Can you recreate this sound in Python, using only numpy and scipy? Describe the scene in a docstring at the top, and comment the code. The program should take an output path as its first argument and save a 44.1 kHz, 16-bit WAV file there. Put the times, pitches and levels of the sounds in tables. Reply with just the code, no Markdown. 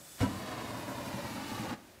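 """On a quiet street at night, an aerosol can hisses a few metres away. At 0.2 s the spray catches with
a low whoomp, then burns as a roaring jet that flutters, crackles and sputters on its uneven fuel.
As the flame moves, its reflections slide and slowly sweep the roar. At about 1.7 s the valve shuts,
the flame dies, and the house fronts leave a short tail."""
import sys
import numpy as np
from scipy import signal
from scipy.fft import rfft, irfft
from scipy.io import wavfile
from scipy.ndimage import uniform_filter1d, map_coordinates

SR = 44100
rng = np.random.default_rng(int(sys.argv[2]) if len(sys.argv) > 2 else 0)


def master_out(mix):
    """Clip the mix to full scale and print it as 16-bit PCM to the path in sys.argv[1]."""
    frames = np.transpose(np.atleast_2d(mix))
    ceiling = np.clip(frames, -1, 1)
    pcm = np.round(ceiling * 32767).astype(np.int16)
    wavfile.write(sys.argv[1], SR, pcm)


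N = 88200
IGNITE_S, SHUT_S = 0.196, 1.728  # the spray catches; the valve shuts

# Hollow resonances of the jet, lowest first. Each row: pitch in Hz at 1 s, width in Hz, relative dB.
HOLLOW_MODES = [(582.4, 28, 4), (679, 29, 1.5), (936.3, 51, 1), (1059, 65, -5.5)]


def undb(db):
    """Decibels to gain."""
    return 10 ** (np.asarray(db) / 20)


def unit(x):
    """Scale to rms 1."""
    return x / np.sqrt(np.mean(x ** 2))


def curve(table, t, column=1):
    """An automation curve: one column of a table, joined by straight lines."""
    rows = np.array(table, float)
    return np.interp(t, rows[:, 0], rows[:, column])


def swell(t, start, rise, hold, decay):
    """Smooth attack, hold and exponential release, in seconds."""
    attack = np.sin(np.pi / 2 * np.clip((t - start) / rise, 0, 1)) ** 2
    return attack * np.exp(-np.maximum(t - start - rise - hold, 0) / decay)


def puff(t, start):
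    """The quick envelope of a sputter or hoot."""
    return swell(t, start, rise=0.0062, hold=0.011, decay=0.017)


def walk(rate):
    """Random levels held 1 / rate seconds and slewed, rms 1."""
    hold = max(int(SR / rate), 2)
    steps = rng.standard_normal(N)[np.arange(N) // hold]
    return unit(uniform_filter1d(uniform_filter1d(steps, hold), hold // 2))


def colour(x, eq):
    """EQ through (Hz, dB) points, falling 12 dB an octave beyond both ends."""
    hz, db = np.array(eq, float).T
    f = np.maximum(np.fft.rfftfreq(len(x), 1 / SR), 1)
    skirt = np.minimum(f / hz[0], 1) ** 2 * np.minimum(hz[-1] / f, 1) ** 2
    gain = undb(np.interp(np.log(f), np.log(hz), db))
    return irfft(rfft(x) * skirt * gain, len(x))


def noise(eq):
    """Smooth coloured noise, rms 1."""
    return unit(colour(rng.standard_normal(N), eq))


def resonant(modes):
    """Noise ringing in resonances of (Hz, width in Hz, dB), rms 1."""
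    f = np.fft.rfftfreq(N, 1 / SR)
    peaks = sum(undb(db) / (1 + (2 * (f - hz) / width) ** 2) for hz, width, db in modes)
    return unit(irfft(rfft(rng.standard_normal(N)) * peaks, N))


def delayed(x, t, lag_s):
    """A delay line whose lag can slide."""
    return map_coordinates(x, [(t - lag_s) * SR], order=3, mode="mirror")


def street(t):
    """The bed: distant town noise and a faint high whine."""
    # Tone of the night air. Each row: frequency in Hz, relative level in dB.
    town_eq = [(25, -14), (60, -1), (120, -1), (280, -1), (370, 0.5), (440, -11), (550, -2), (1000, -10.5),
               (1700, -10), (3200, -15), (8000, -18.5), (15500, -23.5)]
    town = noise(town_eq) * undb(-57 + 0.56 * walk(rate=18))
    whine = undb(-79) * np.sqrt(2) * np.sin(2 * np.pi * 14993 * t)
    return town + whine


def house_fronts(x, t):
    """The house fronts throw back a weak, dull tail."""
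    # Tone of the tail. Each row: frequency in Hz, relative level in dB.
    tail_eq = [(200, 0), (900, -2.5), (4000, -5)]
    t60_s, wet_db = 0.29, -24.5
    response = noise(tail_eq) * swell(t, 0.027, rise=0.039, hold=0, decay=t60_s / np.log(1000))
    response /= np.sqrt(np.sum(response ** 2))
    return undb(wet_db) * signal.fftconvolve(x, response)[:N]


def early_reflections(x, t):
    """One close, steady reflection and three duller ones that slide later, sweeping their combs down."""
    # Bounces off the road and nearby surfaces. Each row: time in seconds, then the three lags in ms.
    lags_ms = [(.2, 1.66, 2.48, 2.58), (.5, 1.78, 2.53, 2.68), (.8, 1.95, 2.58, 2.77),
               (1.1, 2.03, 2.67, 2.85), (1.4, 2.27, 2.88, 3.3), (1.72, 2.52, 3.02, 3.5)]
    # Gain of each sliding bounce against the direct sound.
    gains = [.27, -.2, .2]
    close_gain, dull_hz = 0.094, 6000
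    dull = irfft(rfft(x) / np.hypot(1, np.fft.rfftfreq(N, 1 / SR) / dull_hz), N)
    sliding = sum(gain * delayed(dull, t, curve(lags_ms, t, column) / 1000)
                  for column, gain in enumerate(gains, start=1))
    close = close_gain * delayed(x, t, lag_s=0.00107)
    return (x + sliding + close) / np.sqrt(1 + np.sum(np.square(gains)) + close_gain ** 2)


def scatter(x, t, count=8, gain=0.14):
    """Weak echoes off hand, body and ground lengthen as the can moves: fine bands drift in the hiss."""
    lags = 0.009 * (np.arange(count) + 1 + rng.random(count)) / count
    stretch = np.exp(0.12 * (t - 1))
    echoes = sum(delayed(x, t, lag * stretch) for lag in lags)
    return (x + gain * echoes) / np.sqrt(1 + count * gain ** 2)


def spray(t):
    """Propellant hisses from the nozzle, whose narrow resonances fade once the jet burns."""
    # Tone of the hiss. Each row: frequency in Hz, relative level in dB.
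    hiss_eq = [(800, -17), (1300, -3), (3000, -2.5), (5500, 2.5), (8000, 1.5), (11000, 2), (15500, -2.5)]
    # Fader ride of the hiss. Each row: time in seconds, level in dB.
    hiss_ride = [(0, -55), (.2, -54), (.45, -57), (.9, -54), (1.3, -54), (1.65, -53), (1.72, -58)]
    # Nozzle resonances. Each row: pitch in Hz, width in Hz, relative level in dB.
    nozzle_modes = [(3470, 110, 0), (7050, 220, -2), (7870, 400, 0), (8150, 200, -3), (8820, 300, -1),
                    (11600, 200, -6)]
    whistle_fade_s, valve_decay_s = 0.24, 0.012
    whistle = undb(-58.5) * resonant(nozzle_modes)
    whistle *= np.exp(-np.maximum(t - IGNITE_S, 0) / whistle_fade_s)
    hiss = noise(hiss_eq) * undb(curve(hiss_ride, t) + 0.92 * walk(rate=30.04))
    valve = np.exp(-np.maximum(t - SHUT_S, 0) / valve_decay_s)
    return valve * (hiss + whistle)


def eddies(eq, rate, spread_db):
    """Dense pops of burning pockets of fuel, of uneven size, rms 1."""
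    pops = (rng.random(N) < rate / SR) * rng.standard_normal(N)
    sizes = undb(spread_db * np.clip(rng.standard_normal(N), -2, 2))
    return unit(colour(pops * sizes, eq))


def ignition(t):
    """The flame front snaps through the mist, then the fireball heaves in a few low swings."""
    # The whoomp. Each row: start in seconds, pitch in Hz, level in dB, rise and decay in seconds.
    swings = [(0.2081, 103.7, -22.5, 0.0054, 0.02), (0.228, 194.9, -32.5, 0.012, 0.1),
              (.229, 263, -23.5, 0.0037, 0.016), (.236, 985, -35.5, 0.0094, 0.018)]
    # Tones of the low blast and the bright flash. Each row: frequency in Hz, relative level in dB.
    blast_eq = [(40, -5), (75, 6), (140, -6), (250, 7), (420, -6), (700, 0), (840, -16), (990, -0.5),
                (1180, -21), (1500, -13), (2200, -16.5), (5000, -46)]
    flash_eq = [(900, 6), (1700, 3.5), (3000, 0), (4000, -2), (8500, -8), (15000, -18)]
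    # Ring of the swelling fireball. Each row: pitch in Hz, width in Hz, relative level in dB.
    fireball_modes = [(503, 33, 0.5), (719, 13, 1), (998, 17, -10), (1328, 34, -6), (1520, 32, -0.5),
                      (2910, 47, -9)]
    snap_s, snap_rise_s = 0.198, 0.011
    whoomp = sum(undb(db) * swell(t, start, rise, 0.0071, decay) * np.sin(2 * np.pi * hz * (t - start))
                 for start, hz, db, rise, decay in swings)
    blast = noise(blast_eq) * undb(-33.5) * swell(t, snap_s, snap_rise_s, hold=0.02, decay=0.048)
    fireball = resonant(fireball_modes) * undb(-39)
    fireball *= swell(t, 0.191, rise=0.048, hold=0.015, decay=0.016)
    flash = eddies(flash_eq, rate=5000, spread_db=0) * undb(-41)
    flash *= swell(t, snap_s, snap_rise_s, hold=0.011, decay=0.034)
    kindle = noise(flash_eq) * undb(-47.5) * swell(t, 0.163, rise=0.043, hold=0.027, decay=0.029)
    return whoomp + blast + fireball + flash + kindle


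def heave(hz):
    """A swing of the burning gas whose pitch wanders from cycle to cycle, rms 1."""
    pitch = hz * (1 + 0.136 * walk(rate=hz))
    return np.sqrt(2) * np.sin(2 * np.pi * np.cumsum(pitch) / SR)


def sputters(t):
    """Uneven spray feeds the flame in short puffs: a deep thump, a hollow body and a rush."""
    # The puffs. Each row: start in seconds, then the levels of thump, body and rush in dB.
    cues = [(.688, -64, -42, -55), (0.769, -46, -38.5, -48), (0.877, -63, -39.5, -49),
            (1.057, -49, -38.5, -60), (1.138, -40, -40.5, -60), (1.244, -42, -44, -50),
            (1.359, -49.5, -46, -45.5), (1.415, -55, -40.5, -50), (1.515, -51, -39, -48),
            (1.593, -50, -34.5, -64), (1.644, -61, -42.5, -49), (1.7, -51, -36.5, -43),
            (1.725, -54, -48, -48)]
    # Tone of the rush. Each row: frequency in Hz, relative level in dB.
    rush_eq = [(300, -6), (600, -0.5), (950, -0.5), (1500, -2), (2500, -19), (6000, -34)]
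    layers = np.array([heave(hz=116.6), heave(hz=243.1), noise(rush_eq)])
    return sum(undb(levels) @ layers * puff(t, start) for start, *levels in cues)


def hoots(t):
    """The jet's lowest hollow resonance sings out briefly, twice."""
    hz = HOLLOW_MODES[0][0]
    tone = undb(-44) * np.sqrt(2) * np.sin(2 * np.pi * hz * t)
    return tone * (puff(t, start=1) + puff(t, start=1.184))


def hollow(t):
    """The jet's resonances sink slowly as the flame moves."""
    speed = np.exp(-0.17 * (t - 1))
    return map_coordinates(resonant(HOLLOW_MODES), [np.cumsum(speed)], order=1, mode="wrap")


def quiver(rate):
    """The flame's flutter: a quick random wobble without slow drift, rms 1."""
    wobble = walk(rate)
    return unit(wobble - uniform_filter1d(wobble, size=3000))


def flame(t):
    """The burning jet throbs, rumbles, roars and tears; one flutter shakes all four layers."""
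    # Tones of the layers, low to high. Each row: frequency in Hz, relative level in dB.
    throb_eq = [(25, -40), (50, -14), (75, -14.5), (112, 0), (135, -4.5), (165, -11.5)]
    rumble_eq = [(150, -22.5), (192, -2.5), (230, -1.5), (270, -2), (335, -4.5), (400, -16.5), (600, -16.5)]
    roar_eq = [(250, -43), (420, 0), (580, -2), (780, 2), (980, -3), (1250, -3.5), (1800, -7), (2500, -16),
               (4500, -22), (9000, -64)]
    tear_eq = [(900, 11.5), (1800, 7), (2700, 6.5), (3250, 2.5), (3900, 4.5), (4900, 2), (5800, -3),
               (8000, -4.5), (15000, -44)]
    # Fader rides of the layers. Each row: time in seconds, gain in dB.
    throb_ride = [(.3, -44.5), (.38, -47.5), (.45, -51.5), (1.0, -49.5), (1.73, -49.5)]
    rumble_ride = [(.33, -40), (.45, -44.5), (.66, -42.5), (.8, -44), (1.2, -44), (1.73, -42.5)]
    roar_ride = [(.26, -55.5), (.36, -46.5), (.56, -42.5), (.74, -46), (1.0, -44.5), (1.2, -44.5),
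                 (1.33, -48.5), (1.46, -53), (1.56, -44.5), (1.738, -46.5)]
    tear_ride = [(.25, -51.5), (.48, -47), (.85, -49.5), (1.2, -47.5), (1.5, -45.5), (1.71, -47),
                 (1.745, -46.5)]
    catch_s = 0.029
    burn_out_s = SHUT_S + 0.0085  # fuel still in the air burns just past the valve
    burning = swell(t, IGNITE_S, rise=catch_s, hold=burn_out_s - IGNITE_S - catch_s, decay=0.012)
    flutter = quiver(rate=80.5)
    throb = noise(throb_eq) * undb(curve(throb_ride, t) + 0.27 * flutter)
    rumble = noise(rumble_eq) * undb(curve(rumble_ride, t) + 0.5 * flutter)
    roar = undb(-2.5) * eddies(roar_eq, rate=5000, spread_db=-0.5) + undb(-4.5) * hollow(t)
    roar *= undb(curve(roar_ride, t) + 1.2 * flutter)
    tear = scatter(eddies(tear_eq, rate=14000, spread_db=1.0), t)
    tear *= undb(curve(tear_ride, t) + 0.5 * flutter)
    return burning * (throb + rumble + roar + tear)


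def scene():
    """The burst and its echoes over the quiet street, in mono."""
    t = np.arange(N) / SR
    jet = flame(t) + sputters(t) + hoots(t) + scatter(spray(t), t)
    burst = early_reflections(jet, t) + ignition(t)
    return (burst + house_fronts(burst, t) + street(t))[None]


def record(dry):
    """A steep low-pass takes off the very top."""
    top_hz = 15620
    return signal.sosfilt(signal.ellip(12, 0.1, 80, top_hz, fs=SR, output="sos"), dry)


dry = scene()
out = record(dry)
master_out(out)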